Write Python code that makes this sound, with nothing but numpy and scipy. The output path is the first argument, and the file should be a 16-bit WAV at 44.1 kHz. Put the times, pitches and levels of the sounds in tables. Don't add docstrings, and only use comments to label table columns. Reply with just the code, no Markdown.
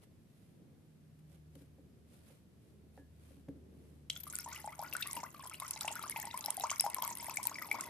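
import sys
import numpy as np
from scipy import signal
from scipy.fft import rfft, irfft
from scipy.io import wavfile
from scipy.ndimage import uniform_filter1d

SR = 44100
rng = np.random.default_rng(int(sys.argv[2]) if len(sys.argv) > 2 else 0)


def volts_from_db(level):
    exponent = np.asarray(level, float) / 20
    return 10 ** exponent


def wav_record(signal):
    frames = np.transpose(np.atleast_2d(signal))
    bounded = np.clip(frames, -1, 1)
    quanta = np.round(bounded * 32767).astype(np.int16)
    wavfile.write(sys.argv[1], SR, quanta)


N = 347949
T = np.arange(N) / SR

# frequency in Hz, relative spectrum level in dB.
ROOM_SPECTRUM = [(18, -36.5), (34, -20.5), (55, -16.5), (85, -4.5), (154, -3), (250, -8), (400, -14),
                 (620, -24), (950, -33), (1920, -35.5), (7000, -42.5), (11000, -40.5), (15000, -44.5)]
# time in seconds, lower tone in dB, upper tone in dB, before a 4 dB trim.
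HUM_LEVELS = [(0, -81.5, -65.5), (.8, -88.5, -61), (1.2, -67.5, -55.5), (1.5, -55, -53),
              (1.85, -61.5, -64.5), (2.7, -65.5, -85), (2.9, -56, -61), (3.6, -54.5, -69.5),
              (4.0, -57, -55.5), (4.6, -60, -63), (5.0, -65, -58.5), (7.89, -69, -87.5)]
HUM_PITCHES = (76.11, 152.17)
# middle in seconds, level in dB, half length in seconds.
RUB_EVENTS = [(0.034, -64.5, 0.01599), (0.41, -75.5, 0.128), (1.193, -71, 0.004164), (1.332, -70.5, 0.0437),
              (1.555, -54, 0.001804), (1.599, -70.5, 0.06547), (2.141, -68.5, 0.05554),
              (2.295, -67.5, 0.08595), (2.671, -76, 0.0777), (2.97, -71.5, 0.0359), (3.291, -70, 0.1297),
              (3.489, -68.5, 0.003807), (3.86, -74, 0.1437)]
# start in seconds, level in dB, contact pitch in Hz.
BUMP_EVENTS = [(1.556, -50.5, 375.2), (1.61, -54, 299.7), (1.783, -53, 434.2), (2.976, -44, 915.6),
               (2.3, -55, 515.9), (2.99, -51.5, 342.4), (3.306, -54, 443.8), (3.365, -52.5, 251.1),
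               (3.484, -38, 352.7), (3.556, -50.5, 283.5)]
# pitch in Hz, relative level in dB, 60 dB fade in seconds.
HOUSING_MODES = [(151.88, 10.5, 0.08963), (278.17, 0.5, 0.17913), (362.16, -7.5, 0.0688),
                 (457.92, -10, 0.1238), (526.74, -0.5, 0.05507), (760, -0.5, 0.02302),
                 (1683.5, -19.5, 0.2517), (1771.3, -20.5, 0.244)]
# time in seconds, small bubbles in dB, fine spray in dB,
# low slosh in dB, all ahead of the jug and the echoes.
STREAM_LEVELS = [(4.1, -83, -57, -70.5), (4.5, -63, -56, -71.5), (6.4, -60.5, -53.5, -67.5),
                 (7.4, -63, -57, -64), (7.89, -59.5, -55, -57.5)]
# time in seconds, level in dB before a 9.5 dB trim, centre pitch in Hz.
SPIT_EVENTS = [(4.0991, -27.5, 7136), (4.3, -32, 8118), (4.336, -38, 11720), (4.3545, -22, 8722),
               (4.364, -30.5, 9500), (4.3869, -23.5, 10650), (4.792, -37, 7593), (4.936, -25, 12730),
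               (4.9666, -24, 9185), (5.073, -25.5, 9934), (5.111, -31.5, 6554), (5.131, -22.5, 10200),
               (5.497, -31.5, 9006), (5.6, -25.5, 9999), (5.68, -30.5, 10490), (5.709, -18, 10470),
               (5.8101, -24, 8650), (5.8778, -26.5, 9530), (5.955, -27, 10990), (6.097, -21, 11290),
               (6.199, -27, 12000), (6.375, -22.5, 10780), (6.409, -30, 7136), (6.4598, -20, 11920),
               (6.5049, -17.5, 9563), (6.569, -25.5, 9954), (6.598, -23.5, 11500), (6.704, -20.5, 7195),
               (6.7961, -27.5, 13010), (6.8078, -11.5, 9691), (6.9, -27.5, 9996), (6.9452, -18, 10850),
               (7.0228, -20, 12370), (7.0487, -25.5, 12550), (7.077, -23, 10530), (7.1527, -28, 10550),
               (7.172, -28, 12180), (7.244, -30.5, 10580), (7.2964, -32.5, 12980), (7.371, -21, 7756),
               (7.43, -24, 9900), (7.454, -24.5, 9700), (7.47, -17.5, 12060), (7.7138, -26.5, 10620),
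               (7.809, -21.5, 7945)]
# start in seconds, level in dB ahead of the jug,
# first pitch in Hz, rise in octaves per second.
BUBBLE_EVENTS = [(4.1009, -25.5, 4037, -24.5), (4.1, -22.5, 2981, 54), (4.16, -50, 1385, 4),
                 (4.163, -32, 3276, 22), (4.268, -39.5, 1155, 7.5), (4.3348, -40.5, 1441, 2),
                 (4.3876, -42.5, 1444, 0), (4.3975, -37, 5501, -10.5), (4.4608, -35.5, 899.5, 15),
                 (4.477, -39, 879.3, 9), (4.495, -53, 1890, 5.5), (4.524, -42.5, 1401, 9),
                 (4.546, -49, 1894, 16), (4.5612, -35, 2686, 27), (4.5104, -43, 888, 22.5),
                 (4.5362, -42.5, 1146, 5.5), (4.6429, -35.5, 821.3, 6), (4.6755, -36, 843, 6.5),
                 (4.7225, -40.5, 1084, 21.5), (4.7915, -32, 756.7, 17), (4.8253, -33.5, 817.7, 71.5),
                 (4.843, -40, 1313, 14), (4.862, -40.5, 1416, 4), (4.9267, -32.5, 2723, 0),
                 (4.9513, -30.5, 1376, 19.5), (5.0035, -36, 1354, 28.5), (5.0252, -36, 4426, 23),
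                 (5.0238, -21.5, 3551, 25), (5.029, -31.5, 2733, -2.5), (5.0571, -38.5, 1105, 11),
                 (5.0966, -41.5, 1072, 7), (5.14, -43.5, 911.1, 2.5), (5.167, -30, 1018, -9),
                 (5.168, -33.5, 2797, 3.5), (5.2326, -31, 884.4, 40), (5.3454, -40.5, 1195, -6),
                 (5.3947, -35.5, 1060, 2), (5.436, -40, 868.8, 40), (5.4555, -38.5, 1016, 0.5),
                 (5.513, -40, 1330, -7), (5.5429, -36.5, 2684, 35), (5.6002, -35.5, 3646, 8.5),
                 (5.5992, -44, 1051, 10), (5.6209, -33, 1007, 15.5), (5.6488, -41, 1176, 29),
                 (5.761, -38.5, 3927, -0.5), (5.761, -41.5, 857.4, 6), (5.8091, -28, 3634, 54),
                 (5.813, -39, 1181, 41), (5.8468, -34, 830.1, 3.5), (5.878, -33.5, 832.8, 41),
                 (5.8798, -23, 2525, 69), (5.9068, -35.5, 811.1, 8), (5.9536, -39.5, 1476, -2.5),
                 (5.9602, -34, 1299, 29), (5.9919, -38, 1265, 7), (6.0257, -36.5, 3840, 8),
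                 (6.038, -30.5, 1103, 24), (6.0641, -40, 987.6, 13), (6.1603, -32.5, 859.5, 11.5),
                 (6.1612, -31, 2240, 85), (6.141, -46, 970.2, 26.5), (6.1886, -37.5, 862.2, 0.5),
                 (6.2415, -41.5, 833.2, -2), (6.2724, -36, 934.8, -2.5), (6.311, -35.5, 3658, 26),
                 (6.3416, -30.5, 958.4, 11), (6.447, -39.5, 824.1, 2), (6.4415, -31.5, 3888, 11),
                 (6.4599, -31.5, 5428, 17.5), (6.4826, -32, 808.3, 20.5), (6.5763, -36, 764.8, 2),
                 (6.6012, -36.5, 760, 5), (6.6088, -31.5, 3793, 15), (6.6376, -25, 863, 31.5),
                 (6.6552, -42, 928.6, -3), (6.6973, -31, 2864, 53.5), (6.698, -35, 2095, 48.5),
                 (6.7135, -25.5, 6526, 11), (6.7147, -29, 1042, 28.5), (6.7975, -17.5, 5145, 20),
                 (6.8404, -27.5, 807.2, 1), (6.8638, -25.5, 882.3, 10), (6.9649, -30.5, 1048, 1.5),
                 (6.9849, -30, 970.1, 3), (7.0206, -35, 955.8, 33), (7.0213, -34, 3089, 16),
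                 (7.0311, -29, 883.6, 25), (7.0548, -40, 966.8, 39), (7.0781, -33, 925.4, 5.5),
                 (7.11, -36, 955.2, 0), (7.195, -46, 937.6, 2.5), (7.1996, -41, 5281, 1),
                 (7.226, -39, 911.2, 10.5), (7.247, -43, 901.5, 7.5), (7.2967, -39.5, 2426, 37.5),
                 (7.2834, -32, 794.7, 40), (7.3096, -37, 943.8, 9.5), (7.371, -31, 2219, 16),
                 (7.3837, -37, 730.4, 34.5), (7.3984, -38, 992.6, -1), (7.4536, -36.5, 910.1, 7.5),
                 (7.5138, -35, 904.2, 57), (7.5438, -36.5, 4945, 0), (7.585, -37.5, 1984, -3),
                 (7.556, -35.5, 2286, -1), (7.6178, -34.5, 1277, -6.5), (7.6228, -38.5, 1929, 18.5),
                 (7.644, -40, 1144, -20), (7.686, -47, 840, -4), (7.7134, -40, 829.5, 5),
                 (7.7141, -23.5, 2257, 5.5), (7.7427, -29, 834.4, 37.5), (7.7859, -32.5, 930.5, 32.5),
                 (7.821, -38, 1031, 8), (7.851, -44, 976.6, -1.5), (7.875, -45, 991.7, 2)]
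# pitch in Hz, width in Hz, level in dB.
JUG_MODES = [(628.2, 87.1, 2), (2114.3, 359.07, 0.5), (5157.5, 730.8, 2)]

ROOM_DB = -63
TAIL_T60_S, TAIL_DB = 0.22, -15
TAIL_DAMP = 0.69357
TICK_HZ, TICK_DB, TICK_T60_S = 1513.3, -16, 0.02462
SLOSH_WANDER_DB = 5
FIZZ_DB, FIZZ_GRAIN_DB = -7.5, 4.5
SWARM_S = 0.04
PINGS_DB = -1
RING_TURNS = 73.827
TURNS_FALL = 0.11402
TOP_HZ = 14200


def unit(x):
    return x / np.sqrt(np.mean(x ** 2))


def curves(table):
    s, *columns = np.transpose(table)
    return [np.interp(T, s, c, left=-140) for c in columns]


def peak(x, hz, width):
    b, a = signal.iirpeak(min(hz, .4 * SR), hz / width, fs=SR)
    return signal.lfilter(b, a, x)


def shaped(points):
    hz, db = np.transpose(points)
    f = np.arange(N // 2 + 1) * SR / N + 1
    gain = volts_from_db(np.interp(np.log(f), np.log(hz), db))
    return unit(irfft(rfft(rng.standard_normal(N)) * gain, N))


def walk(rate):
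    k = int(SR / rate)
    steps = np.repeat(rng.standard_normal(N // k + 1), k)
    return unit(uniform_filter1d(steps, k)[:N])


def add(out, s, sound):
    i = int(s * SR)
    part = sound[..., :N - i]
    out[..., i:i + part.shape[-1]] += part


def room():
    tones = np.zeros(N)
    for hz, db in zip(HUM_PITCHES, curves(HUM_LEVELS)):
        turns = hz * np.cumsum(1 + 0.008429 * walk(3.3)) / SR
        tones += volts_from_db(db - 4.0) * np.sin(2 * np.pi * turns)
    side = shaped(ROOM_SPECTRUM)
    side = side - 0.6431 * peak(side, 170.0, 700.0)
    air = shaped(ROOM_SPECTRUM) + side * np.array([[1], [-1]])
    drift = (volts_from_db(2.5 * walk(4)) - 1) * peak(air, 400., 500.)
    return tones + volts_from_db(ROOM_DB) * (air + drift)


def echoes(x, t60, db, start_s, damp):
    t = np.arange(int(t60 * SR)) / SR
    dull = signal.lfilter([1], [1, -damp], rng.standard_normal((2, len(t))))
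    tail = dull * volts_from_db(-60 * t / t60) * (t > start_s)
    tail = tail / np.sqrt(np.sum(tail ** 2, axis=1, keepdims=True))
    return volts_from_db(db) * signal.fftconvolve(x, tail, axes=1)[:, :N]


def rubbing():
    grain = rng.standard_normal((2, N)) * volts_from_db(2.809 * np.array([walk(210), walk(410)]))
    swell = sum(volts_from_db(db) * np.exp(-((T - s) / half_s) ** 2) for s, db, half_s in RUB_EVENTS)
    high = peak(grain, 9448.0, 4200.0)
    middle = 1.1925 * peak(grain, 1922.4, 4284.0)
    low = 4.981 * peak(grain, 521.2, 200.8)
    return swell * unit(high + middle + low)


def bumps():
    out = np.zeros(N)
    t = np.arange(8192) / SR
    for s, db, contact_hz in BUMP_EVENTS:
        ring = np.zeros(len(t))
        for hz, mode_db, t60 in HOUSING_MODES:
            off_contact_db = 7.938 * np.log2(hz / contact_hz) ** 2
            ring += volts_from_db(mode_db - off_contact_db - 60 * t / t60) * np.sin(2 * np.pi * hz * t)
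        tick = unit(peak(rng.standard_normal(len(t)), TICK_HZ, 513.0))
        ring += volts_from_db(TICK_DB - 60 * t / TICK_T60_S) * tick
        add(out, s, volts_from_db(db) * ring * (1 - np.exp(-t * contact_hz)))
    return out


def slosh():
    return unit(peak(rng.standard_normal(N), 294.97, 133.8))


def fizz():
    grain = rng.standard_normal((2, N)) * volts_from_db(FIZZ_GRAIN_DB * walk(270))
    return unit(peak(grain, 2014.6, 2000.0) + 1.418 * peak(grain, 13045.0, 6427.0))


def swarm(count):
    pick, lag = rng.random((count, 2)).T
    starts = np.array([row[0] for row in BUBBLE_EVENTS + SPIT_EVENTS])
    leaders = starts[(pick * len(starts)).astype(int)]
    return np.clip(leaders - SWARM_S * np.log(1 - lag), 0, T[-1])


def spit(db, hz, rise_s, width, broad):
    t = np.arange(768) / SR
    same, left, right = rng.standard_normal((3, len(t)))
    ears = np.array([same + 2.6114 * left, np.roll(same, 2) + 3.307 * right])
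    ring = unit(peak(peak(ears, hz, width), hz, width))
    crackle = ring + broad * unit(peak(ears, 7786.0, 13513.0))
    fade = (t / rise_s * np.exp(1 - t / rise_s)) ** 1.075
    pan_db = 0.779 + 20.88 * max(np.log2(hz / 9366.0), 0)
    return volts_from_db(db + np.array([[pan_db], [-pan_db]]) / 2) * fade * crackle


def spray(count):
    out = np.zeros((2, N))
    for s, (pitch, size, length) in zip(swarm(count), rng.random((count, 3))):
        db = 19.502 * size ** 2.159
        hz = 5256.9 * 2 ** (1.35 * pitch ** .7)
        rise_s = 0.0004344 + 0.0035173 * length ** 2
        add(out, s, spit(db, hz, rise_s, 2460.0, 0.4254))
    return unit(out)


def spits():
    out = np.zeros((2, N))
    for s, db, hz in SPIT_EVENTS:
        add(out, s - .0004, spit(db - 9.5, hz, rise_s=0.0008195, width=3619.0, broad=0.489))
    return out


def bubble(db, hz, t60, rise, swell_turns=0.1945, hold=1.0155, burst_octaves=1.0, wobble_db=3.0):
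    t = np.arange(int(max(t60, .004) * SR)) / SR
    octaves = rise * t
    pitch = np.minimum(hz * 2 ** octaves, .4 * SR)
    flutter_db = wobble_db * np.interp(t, np.arange(128) * 3.3645 / hz, rng.standard_normal(128))
    burst_db = -20 * (octaves / burst_octaves) ** 4
    swell = 1 - np.exp(-t * hz / swell_turns)
    fade = volts_from_db(db - 60 * (t / t60) ** hold + burst_db + flutter_db) * swell
    return fade * np.sin(2 * np.pi * np.cumsum(pitch) / SR)


def patter(count, low_hz, octaves, skew, turns, scatter_db):
    out = np.zeros(N)
    for s, (pitch, size, rise) in zip(swarm(count), rng.random((count, 3))):
        hz = low_hz * 2 ** (octaves * pitch ** skew)
        db = scatter_db * size - 6. * pitch
        add(out, s, bubble(db, hz, turns / hz, 31.166 * rise ** 2 * hz / low_hz))
    return unit(out)


def bubbles():
    out = np.zeros(N)
    t = np.arange(512) / SR
    for s, db, hz, rise in BUBBLE_EVENTS:
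        t60 = RING_TURNS / hz * (1000 / hz) ** TURNS_FALL
        add(out, s, bubble(db, hz, t60, rise))
        hiss = peak(rng.standard_normal(len(t)), 9300.0, 8933.0)
        add(out, s - .001, volts_from_db(db - 18) * hiss * t / 0.0004447 * np.exp(-t / 0.0020427))
    return out


def scene():
    small_db, spray_db, slosh_db = curves(STREAM_LEVELS)
    small = patter(count=700, low_hz=852.0, octaves=1.5, skew=1.8095, turns=97.67, scatter_db=18.0)
    pings = patter(count=1300, low_hz=1751.4, octaves=1.902, skew=0.79305, turns=65.92, scatter_db=14.0)
    water = bubbles() + volts_from_db(small_db) * small + volts_from_db(small_db + PINGS_DB) * pings
    no_bass = signal.butter(N=2, Wn=520., btype="high", fs=SR, output="sos")
    water = signal.sosfilt(no_bass, water)
    water = water + volts_from_db(slosh_db + SLOSH_WANDER_DB * walk(25)) * slosh()
    column = sum(volts_from_db(db) * peak(water, hz, width) for hz, width, db in JUG_MODES)
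    water = 0.72333 * water + column
    near = np.array([volts_from_db(-0.0419) * water, volts_from_db(-3.0) * np.roll(water, 2)])
    near = near + spits() + volts_from_db(spray_db) * (spray(count=550) + volts_from_db(FIZZ_DB) * fizz())
    jug_walls = echoes(near, t60=.015, db=-15.0, start_s=.001, damp=.4)
    near = near + jug_walls + bumps() + rubbing()
    return near + echoes(near, TAIL_T60_S, TAIL_DB, 0.0078, TAIL_DAMP) + room()


def roll_off(x):
    return signal.sosfilt(signal.butter(12, 16510, fs=SR, output="sos"), x)


def record(dry):
    low_pass = signal.butter(N=10, Wn=TOP_HZ, fs=SR, output="sos")
    cut = signal.sosfiltfilt(low_pass, dry)
    mix = cut + volts_from_db(-45) * (dry - cut)
    return roll_off(mix)


dry = scene()
out = record(dry)
wav_record(out)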